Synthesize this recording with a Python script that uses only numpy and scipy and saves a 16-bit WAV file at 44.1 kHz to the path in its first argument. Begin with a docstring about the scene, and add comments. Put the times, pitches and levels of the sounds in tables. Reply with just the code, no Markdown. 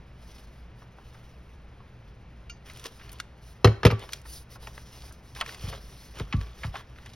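"""In a small room with a low ventilation rumble, someone crafts at a wooden table.
Card slides through the fingers, as rough friction noise; soft contacts and snaps are short resonant bursts.
A plastic lever punch shears a notch out of a card, springs open and is set down with two hard knocks,
rung by the damped modes of its parts and of the table top. Then card is tapped and laid aside, the punch
is shoved, and hands and card bump the table. Two close ports hear it with unequal phase and level."""
import sys
import numpy as np
from scipy import signal
from scipy.fft import rfft, irfft, next_fast_len
from scipy.io import wavfile
from scipy.ndimage import uniform_filter1d, map_coordinates

SR = 44100
rng = np.random.default_rng(int(sys.argv[2]) if len(sys.argv) > 2 else 0)


def generate_wav(signal):
    """Clip the signal to [-1, 1] and save it as 16-bit WAV at the path in sys.argv[1]."""
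    frames = np.transpose(np.atleast_2d(signal))
    scaled = np.clip(frames, -1, 1) * 32767
    pcm = np.round(scaled).astype(np.int16)
    wavfile.write(sys.argv[1], SR, pcm)


N = 315315

# the punch lands twice, rocking on its base: (time [s], clack level [dB], weight [dB],
# brightness [dB per octave], frequency at which the struck corner rings most [Hz])
PUNCH_LANDINGS = [(3.645, -7.5, -7.5, 1, 4150), (3.672, -21.5, -15.5, -1, 2200),
                  (3.8318, -20.5, -29, -2.5, 1550), (3.8505, -11.5, -7.5, 3, 5300),
                  (3.865, -15.5, -16.5, 1.5, 3200), (3.902, -23.5, -30, -3.5, 1610),
                  (3.910, -28, -29, 3, 1140), (3.921, -39, -21, -3, 1140)]
# modes of the punch's hollow body: (frequency [Hz], relative level [dB], t60 [s])
BODY_MODES = [(397, -3.5, 0.089), (440, 2, 0.04), (482, -3, .06), (555, -7, .06), (638, -3.5, 0.051),
              (703, -8, .05), (794, -5, .055), (886, -8, .03)]
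# modes of the punch's steel die: (frequency [Hz], relative level [dB], t60 [s])
DIE_MODES = [(1110, -4, .3), (1120, -4, .4), (1146, -0.5, 0.48), (1183, 5, .14)]


def amp(db):
    """Level in decibels to amplitude ratio."""
    return 10 ** (np.asarray(db) / 20)


def unit(x):
    """Normalisation to an rms of 1."""
    return x / np.sqrt(np.mean(x ** 2) + 1e-20)


def along(points, hz):
    """Interpolation of (frequency [Hz], value) points on a logarithmic frequency axis."""
    f, v = np.transpose(points)
    return np.interp(np.log(hz + 1), np.log(f + 1), v)


def filtered(x, response):
    """Linear filtering: the spectrum of x times a response of frequency."""
    size = x.shape[-1]
    padded = next_fast_len(size + SR // 4)
    spectrum = rfft(x, padded) * response(np.fft.rfftfreq(padded, 1 / SR))
    return irfft(spectrum, padded)[..., :size]


def coloured(x, spectrum):
    """Spectral shaping of x, renormalised to an rms of 1."""
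    return unit(filtered(x, lambda hz: amp(along(spectrum, hz))))


def wobble(rate):
    """Slow random modulation: a smooth curve through random knots, rate of them a second."""
    knots = rng.standard_normal(int(N * rate / SR) + 4)
    return map_coordinates(knots, [np.arange(N) * rate / SR])


def ring_time():
    """Time axis of the half second that follows a contact."""
    return np.arange(SR // 2) / SR


def fade(t60, attack):
    """Exponential decay of a damped system after a quick rise."""
    t = ring_time()
    return np.exp(-np.log(1000) * t / t60) * (1 - np.exp(-t / attack))


def ring(modes, attack, scatter_db):
    """Modal superposition: damped sines, each at a new random strength for every blow."""
    sound = np.zeros(SR // 2)
    for hz, db, t60 in modes:
        strength = amp(db + scatter_db * rng.standard_normal())
        sound += strength * fade(t60, attack) * np.sin(2 * np.pi * hz * ring_time())
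    return sound


def burst(hz, t60, q, attack):
    """Resonance excited by a brief noisy force: a crunch heard through a broad band around one pitch."""
    force = fade(t60, attack) * (1 - np.exp(-ring_time() / attack))
    noise = force * rng.standard_normal(len(force))
    sound = filtered(noise, lambda f: 1 / (1 + 1j * q * (f / hz - hz / (f + 1))) ** 2)
    return sound * np.linalg.norm(force) / np.linalg.norm(sound)


def add(track, s, sound):
    """Superposition: mix a sound into the track at time s."""
    start = round(s * SR)
    track[start:start + len(sound)] += sound[:N - start]


def ventilation(rumble_db=-47.5, diffuse_db=-72):
    """Steady broadband noise: a coherent rumble at both ports under a little incoherent, diffuse air."""
    # rumble spectrum: (frequency [Hz], relative level [dB])
    air = [(20, -7.5), (35, -15), (54, 5.5), (80, -5.5), (100, -13), (120, 0), (145, -12), (175, -11),
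           (280, -20.5), (420, -21), (1000, -27), (2500, -31.5), (6000, -47.5), (16000, -88)]
    air_above = [(100, -3), (500, 4), (2500, -7.0), (7000, -97), (16000, -50.0)]
    diffuse = np.array([coloured(rng.standard_normal(N), air_above) for _ in range(2)])
    return amp(rumble_db) * coloured(rng.standard_normal(N), air) + amp(diffuse_db) * diffuse


def room(x, early_db, tail_db, early_t60=0.027, apart_db=-2):
    """Reverberation: early reflections from close surfaces, then a partly incoherent tail at the ports."""
    # reverberation time: (frequency [Hz], t60 [s])
    decay_times = [(60, 1), (300, 0.44), (1200, 0.47), (4000, 0.36), (12000, 0.25)]
    hz, t, z = signal.stft(rng.standard_normal((3, SR // 2)), SR, nperseg=256)
    decay = np.exp(-np.log(1000) * t / along(decay_times, hz)[:, None])
    tails = signal.istft(z * decay, SR, nperseg=256)[1][:, :SR // 2]
    # one part of the tail is shared, the other differs from port to port
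    tails = (tails[0] + amp(apart_db) * tails[1:]) * (1 - np.exp(-ring_time() / 0.0034))
    early = rng.standard_normal(SR // 2) * fade(early_t60, attack=0.0071)
    early = amp(early_db) * early / np.linalg.norm(early)
    answer = early + amp(tail_db) * tails / np.linalg.norm(tails[0])
    return x + signal.fftconvolve(x[None], answer, axes=1)[:, :N]


def sliding(pressure_weight, rise_share=0.34, fall_share=.35, resting_db=-78.5):
    """Sliding speed and pressure set friction strength: strokes speed up, hold and slow down, adding in power."""
    # strokes of card over skin, paper and wood:
    # (time [s], length [s], relative level [dB], pressure [dB], counted by pressure_weight)
    strokes = [(0.145, 0.38, -62, 1.5), (0.478, 0.19, -69.5, 2), (.74, 0.13, -69.5, 0),
               (0.874, 0.58, -68.5, 3), (1.37, 0.25, -72, 2), (2.042, 0.091, -75, 9),
               (2.643, 0.092, -56, 4), (2.66, 0.3, -58, 3.5), (2.846, 0.031, -47.5, 6.5),
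               (2.87, 0.21, -61, -2), (2.967, 0.26, -63.5, 7.5), (3.308, 0.63, -72, 0),
               (3.406, 0.15, -60, -6), (3.979, 0.089, -60.5, 16), (3.966, 0.27, -57, 1.5),
               (4.235, 0.21, -50.5, -17.5), (4.488, 0.09, -53, -4.5), (4.589, 0.14, -55, -1),
               (4.675, 0.21, -58, -2), (4.821, 0.36, -55.5, -1), (5.1, 0.22, -70.5, -1),
               (5.225, 0.14, -61.5, -5), (5.347, 0.086, -48.5, 3.5), (5.432, 0.14, -49, 5),
               (5.517, 0.32, -51.5, 4.5), (5.681, 0.029, -44, 0), (5.711, 0.056, -53.5, 12),
               (5.743, 0.49, -57.5, -1.5), (6.126, 0.13, -55, 9.5), (6.18, 0.42, -61.5, 7.5),
               (6.529, 0.2, -55, 4.5), (6.713, 0.12, -55.5, 10.5), (6.78, 0.28, -72.5, 7),
               (6.9, 0.35, -64.5, 8.5)]
    t = np.arange(N) / SR
    power = np.full(N, amp(resting_db) ** 2)  # the card shifting in a still hand
    for s, length, db, pressure_db in strokes:
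        u = t[:round(length * SR)] / length
        speed = np.clip(np.minimum(u / rise_share, (1 - u) / fall_share), 0, 1)
        add(power, s, (amp(db + pressure_weight * pressure_db) * speed) ** 2)
    return np.sqrt(power)


def friction(spectrum, catches_per_s, catch_db, patchy_db):
    """Stick-slip of fibres: a rush with tiny uneven catches, its colour shifting as the sheet bends."""
    catches = (rng.random(N) < catches_per_s / SR) * rng.uniform(-1.03, 1, N)
    rush = rng.standard_normal(N) + amp(catch_db) * unit(catches)
    z = signal.stft(rush, nperseg=512)[2]
    # random gains, smoothed over frequency and then over time
    patches = uniform_filter1d(rng.standard_normal(z.shape), size=5, axis=0)
    patches = uniform_filter1d(patches, size=9, axis=1)
    return coloured(signal.istft(z * amp(patchy_db * unit(patches)), nperseg=512)[1][:N], spectrum)


def crackles(per_s=40, centre_hz=2900, octaves=0.83, uneven_db=5.0, t60=0.018, q=1.1):
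    """Random impulsive excitation: creases and edges catch, each with its own pitch and size; rms 1."""
    out, size = np.zeros(N), SR // 40
    envelope = fade(t60, attack=0.0013)[:size]
    for when, pitch, chance in rng.random((round(per_s * N / SR), 3)):
        hz = centre_hz * 2 ** (octaves * (2 * pitch - 1))
        resonance = signal.iirpeak(hz, q, fs=SR)
        grain = signal.lfilter(*resonance, envelope * rng.standard_normal(size))
        grain = signal.lfilter(*resonance, grain)
        add(out, when * N / SR, amp(-uneven_db * np.log(chance + 0.04)) * unit(grain))
    return unit(out)


def rustle(scrape_db=-2, hiss_db=0, fizz_db=-5, crackle_db=-8, grip_db=2.0, fizz_loss=0.38):
    """Friction noise under an unsteady grip: pressure brings out scrape and crackle, light strokes the fizz."""
    # spectra of the sheet's scrape, its hiss and its fibres' fizz: (frequency [Hz], relative level [dB])
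    scrape_spectrum = [(150, -10), (400, 12.5), (700, 7.5), (1150, 9), (2000, 4), (3300, 7.5), (5000, -11),
                       (8000, -39), (16000, -49)]
    hiss_spectrum = [(1000, -12), (2500, -5), (4000, 1.5), (5500, 5), (7500, -7.5), (10500, -8),
                     (16000, -7.5)]
    fizz_spectrum = [(3000, -46), (6500, -73), (9000, 2.5), (11500, -1), (13500, -13), (16000, -0.5)]
    pressed = sliding(0.92)
    light = sliding(-fizz_loss)  # dB lost for each dB of pressure
    scrape = pressed * friction(scrape_spectrum, catches_per_s=250, catch_db=-2.0, patchy_db=2.5)
    hiss = sliding(0) * friction(hiss_spectrum, catches_per_s=500, catch_db=-16.0, patchy_db=2)
    fizz = light * friction(fizz_spectrum, catches_per_s=200, catch_db=-13.0, patchy_db=1)
    rubbing = amp(scrape_db) * scrape + amp(hiss_db) * hiss + amp(fizz_db) * fizz
    return amp(grip_db * wobble(60)) * rubbing + amp(crackle_db) * pressed * crackles()


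def small_contacts(tick_db=4, edge_db=-14, edge_hz=5000, soft_hz=5500, soft_t60=0.058, snap_t60=0.017):
    """Contact hardness sets brightness: soft low contacts, crisp snaps, a spring's ping, a lever's click."""
    # soft low contacts: taps of fingers and card, the falling knock of board bumps,
    # the punch and a hand rubbing the table: (time [s], level [dB], pitch [Hz])
    soft_contacts = [(.818, -45, 836), (0.983, -43.5, 650), (1.145, -48.5, 1180), (1.801, -47.5, 884),
                     (2.698, -44.5, 1700), (2.857, -46, 1070), (2.995, -46, 1880), (3.012, -43.5, 1630),
                     (4.036, -41, 700), (4.253, -42.5, 1160), (4.557, -42, 880), (4.671, -36.5, 790),
                     (4.625, -46.5, 740), (5.035, -47, 875), (5.108, -47, 1110), (5.362, -38, 1430),
                     (5.412, -25, 1400), (5.419, -36, 650), (5.726, -35, 1300), (5.731, -38, 520),
                     (6.197, -34.5, 1100), (6.201, -30.5, 520), (6.325, -25, 1870), (6.333, -34, 850),
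                     (6.633, -28.5, 1590), (6.641, -33, 960), (6.741, -32, 900), (6.754, -30.5, 1150),
                     (6.788, -49, 2120), (7.0605, -43.5, 1830)]
    # sharp snaps of card edges, cut fibres and the punch's lever: (time [s], level [dB], pitch [Hz])
    snaps = [(2.761, -39, 2800), (2.771, -38.5, 8000), (2.795, -34, 5000), (2.84, -31, 4000),
             (2.856, -26.5, 3300), (2.865, -28, 4000), (3.092, -34.5, 3000), (3.117, -35, 10800),
             (3.128, -33, 10900), (3.185, -41, 2800), (3.193, -39, 2500), (3.1995, -23, 4100),
             (3.993, -37, 4970), (4.09, -29, 1480), (4.122, -30, 4500), (4.132, -16.5, 3700),
             (4.215, -44, 6900), (4.6705, -28, 1750), (4.777, -27.5, 890), (5.123, -39, 8460),
             (5.349, -33.5, 3100), (5.41, -11.5, 1680), (5.4605, -25.5, 2210), (6.186, -34, 4930),
             (6.197, -26, 2000), (6.4112, -31, 1970), (6.984, -36, 1400), (7.059, -39, 5000)]
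    # the punch's steel spring ticks as it is loaded: (time [s], level [dB])
    spring_ticks = [(2.4965, -43)]
    # the lever springs back against its stop: (time [s], level [dB])
    releases = [(3.2002, -21)]
    # modes of the spring and of the lever: (frequency [Hz], relative level [dB], t60 [s])
    spring_modes = [(1400, -3.5, 0.09), (2360, -3, .07), (2808, 6, 0.061), (3100, 0, .03), (3370, -2, .025),
                    (3640, -6, .05), (4421, -6, .06), (4720, -5, 0.14), (5118, -6, .11), (5450, -14, .085),
                    (5732, -12, 0.19), (6166, -12, 0.17), (6540, -9, .12)]
    lever_modes = [(1420, 1, .016), (1590, 0, .013), (1850, -7, .011), (2200, -3, 0.014), (2830, -3, .012),
                   (3600, -3, .013), (4150, -6, .012)]
    out = np.zeros(N)
    for s, db, hz in soft_contacts:
        add(out, s, amp(db) * burst(hz, soft_t60, q=1.0, attack=0.00068))
    # the soft contacts make little treble
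    out = signal.sosfilt(signal.butter(2, soft_hz, fs=SR, output="sos"), out)
    for s, db, hz in snaps:
        edge = amp(edge_db) * burst(edge_hz, snap_t60, q=1.0, attack=0.0051)
        add(out, s, amp(db) * (burst(hz, snap_t60, q=0.72, attack=0.001) + edge))
    for s, db in spring_ticks:
        tick = amp(tick_db) * burst(hz=3100, t60=0.029, q=0.84, attack=0.0009)
        add(out, s, amp(db) * (ring(spring_modes, attack=0.0011, scatter_db=2.5) + tick))
    for s, db in releases:
        add(out, s, amp(db) * ring(lever_modes, attack=0.0009, scatter_db=2))
    return out


def slips(length, per_s, uneven_db):
    """Repeated hold and release at uneven moments and strengths: (delay [s], gain)."""
    count = round(length * per_s)
    chance = rng.random((count, 2))
    delays = (np.arange(count) + chance[:, 0]) * length / count
    return zip(delays, amp(uneven_db * (2 * chance[:, 1] - 1.5)))


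def cutting(fibre_hz=4200, octaves=.8, fibre_t60=.009, fibre_db=12):
    """Fracture in small steps: fibres part under the die in a quick, dry crackle, each at its own pitch."""
    # the die shears through the card: (time [s], length [s], relative level [dB])
    cuts = [(2.666, .215, -51.5)]
    out = np.zeros(N)
    for s, length, db in cuts:
        for delay, gain in slips(length, per_s=65, uneven_db=5):
            hz = fibre_hz * 2 ** (octaves * rng.standard_normal())
            fibre = burst(hz, fibre_t60, q=.8, attack=0.00056)
            add(out, s + delay, amp(db + fibre_db) * gain * fibre)
    return out


def shoving(grate_hz=1900, octaves=.8, grate_db=4, judder_hz=130, judder_db=6, body_db=-14):
    """Stick-slip of the punch's base: each slip grates, sounds the hollow body and shakes the board."""
    # the punch is shoved aside over the table: (time [s], length [s], relative level [dB])
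    shoves = [(5.635, .125, -44)]
    out = np.zeros(N)
    for s, length, db in shoves:
        for delay, gain in slips(length, per_s=69, uneven_db=7):
            hz = grate_hz * 2 ** (octaves * rng.standard_normal())
            grate = amp(grate_db) * burst(hz, t60=0.011, q=0.87, attack=0.00065)
            judder = amp(judder_db) * burst(judder_hz, t60=0.034, q=1.5, attack=.002)
            body = amp(body_db) * ring(BODY_MODES, attack=.001, scatter_db=2)
            add(out, s + delay, amp(db) * gain * (grate + judder + body))
    return out


def boom(modes, contact, travel, knock_db, knock_hz, lowest_hz):
    """Contact time limits bandwidth: one push rings knock and modes, a longer one only the lowest."""
    push = np.sin(np.pi * np.minimum(ring_time() / contact, 1))
    knock = amp(knock_db) * burst(knock_hz, t60=0.1, q=1.0, attack=0.00051)
    wood = ring(modes, attack=0.0003, scatter_db=2.0) + knock
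    # dispersion: bending waves travel faster as the root of frequency, so the knock falls in pitch
    spread = lambda hz: np.exp(-4j * np.pi * travel * np.sqrt(100 * hz))
    sound = filtered(signal.fftconvolve(wood, push / push.sum()), spread)
    return signal.sosfilt(signal.butter(3, lowest_hz, "highpass", fs=SR, output="sos"), sound)


def table_thumps(punch_db=-4, shaken_die_db=-35, hardest_contact_s=0.00053, softening=0.57,
                 punch_travel_s=0.008, card_travel_s=0.0205):
    """Strike position selects plate modes: the punch lands near the edge, hands and card further in."""
    # modes of the table top: (frequency [Hz], relative level when struck at the edge [dB],
    # relative level when struck further in [dB], t60 [s])
    table_modes = [(56, -14, -5.5, 0.31), (76.4, -15, -17, 0.25), (96.5, -18, 1, 0.17),
                   (108.5, 5, -5, 0.16), (121, -12, -3, .14), (148, -2.5, 1.5, 0.095), (183, -6, -10, .11),
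                   (228, -10, -12, .15), (400, -4, -9, 0.06), (557, -12, -8, .16)]
    # hands and card bump the table top: (time [s], level [dB], contact time [s])
    bumps = [(5.619, -30, 0.0055), (5.662, -36, 0.004), (6.192, -29.5, 0.0025), (6.328, -18.5, 0.0028),
             (6.362, -24, 0.0053), (6.632, -29.5, 0.0039), (6.658, -27, 0.0069), (7.054, -45.5, 0.0052)]
    out = np.zeros(N)
    edge = [(hz, db, t60) for hz, db, _, t60 in table_modes]
    inner = [(hz, db, t60) for hz, _, db, t60 in table_modes]
    # travel is the time that a 100 Hz bending wave needs
    for s, _, weight_db, _, _ in PUNCH_LANDINGS:
        contact = hardest_contact_s * amp(-softening * weight_db)  # lighter blows are softer
        thump = boom(edge, contact, punch_travel_s, knock_db=-5.0, knock_hz=557, lowest_hz=65.0)
        add(out, s, amp(weight_db + punch_db) * thump)
    for s, db, contact in bumps:
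        thump = boom(inner, contact, card_travel_s, knock_db=-8.5, knock_hz=330, lowest_hz=46)
        add(out, s, amp(db) * thump)
        # the punch now stands on the board, and each bump shakes its die
        add(out, s, amp(db + shaken_die_db) * ring(DIE_MODES, attack=0.004, scatter_db=5))
    return out


def punch_knocks(shell_db=-12, body_db=-1.5, body_grows=1.25, crack_t60=0.038, pivot_hz=2000,
                 body_lag=0.00078, favour_db=8.5, favour_octaves=.16, die_s=3.902, die_db=-40.5):
    """Modal excitation by impact: plastic cracks, the corner favours shell modes, body and die ring."""
    # crack of the plastic: (frequency [Hz], relative level before the tilt of each landing [dB])
    clack_spectrum = [(150, -25), (500, -9), (1200, 7), (2600, 2), (4200, -5), (6000, -11.5), (8000, -28),
                      (11500, -21.5), (16000, -42)]
    # modes of the shell: (frequency [Hz], relative level before the corner's favour [dB], t60 [s])
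    shell_modes = [(1060, -3, .035), (1132, -3, 0.044), (1350, -1, .035), (1503, -1, 0.038),
                   (1610, -8, .04), (1890, -9, .025), (2230, -5, .06), (2500, -5, 0.046), (2775, -3, 0.042),
                   (3130, -4, 0.034), (3310, -10, .035), (3820, -3, .016), (4170, -2, 0.019),
                   (5305, -7, 0.039)]
    out = np.zeros(N)
    for s, clack_db, weight_db, slope_db, corner_hz in PUNCH_LANDINGS:
        tilted = [(hz, db + slope_db * np.log2(hz / pivot_hz)) for hz, db in clack_spectrum]
        crack = coloured(rng.standard_normal(SR // 2), tilted) * fade(crack_t60, attack=0.00088)
        favoured = []
        for hz, db, t60 in shell_modes:
            distance = np.log2(hz / corner_hz) / favour_octaves
            favoured.append((hz, db + favour_db * np.exp(-distance ** 2), t60))
        shell = amp(shell_db) * ring(favoured, attack=0.00052, scatter_db=1.5)
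        add(out, s, amp(clack_db) * (crack + shell))
        body = ring(BODY_MODES, attack=0.00061, scatter_db=1.0)
        # the body's level grows faster than the weight of the blow
        add(out, s + body_lag, amp(body_grows * weight_db + body_db) * body)
    # the steel die rings once, as the punch settles on its base
    add(out, die_s, amp(die_db) * ring(DIE_MODES, attack=0.0023, scatter_db=1))
    return out


def scene():
    """Direct-to-reverberant balance: what the hands hold is drier; the table's boom reaches both ports alike."""
    rubbing = room(rustle(), early_db=-15, tail_db=-18.5)
    contacts = room(small_contacts() + cutting(), early_db=-13.0, tail_db=-21.0)
    knocks = room(punch_knocks() + shoving(), early_db=-8.0, tail_db=-16.5)
    return ventilation() + rubbing + contacts + table_thumps() + knocks


def record(dry, top=1.0, top_hz=16000):
    """Phase and level differences between two ports, then soft saturation of peaks and a band limit."""
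    # how far the left port leads the right: (frequency [Hz], phase [rad])
    lead = [(190, 0), (380, .2), (800, .45), (1600, .35), (2600, .85), (4200, .9), (5200, .1), (6300, 1.2),
            (7600, 3.14), (10600, 6.28), (12500, 7.5), (14100, 9.42), (16000, 10.8)]
    # level difference of the ports: (frequency [Hz], left minus right [dB])
    balance = [(200, 0), (380, 2), (700, 2.4), (1300, -.8), (2400, .2), (4400, 0)]
    # each port takes half of the difference
    half = lambda hz: amp(along(balance, hz) / 2) * np.exp(1j * along(lead, hz) / 2)
    pair = filtered(dry, lambda hz: np.array([half(hz), 1 / half(hz)]))
    rounded = pair / (1 + np.abs(pair / top) ** 6) ** (1 / 6)
    return filtered(rounded, lambda hz: hz < top_hz)


dry = scene()
out = record(dry)
generate_wav(out)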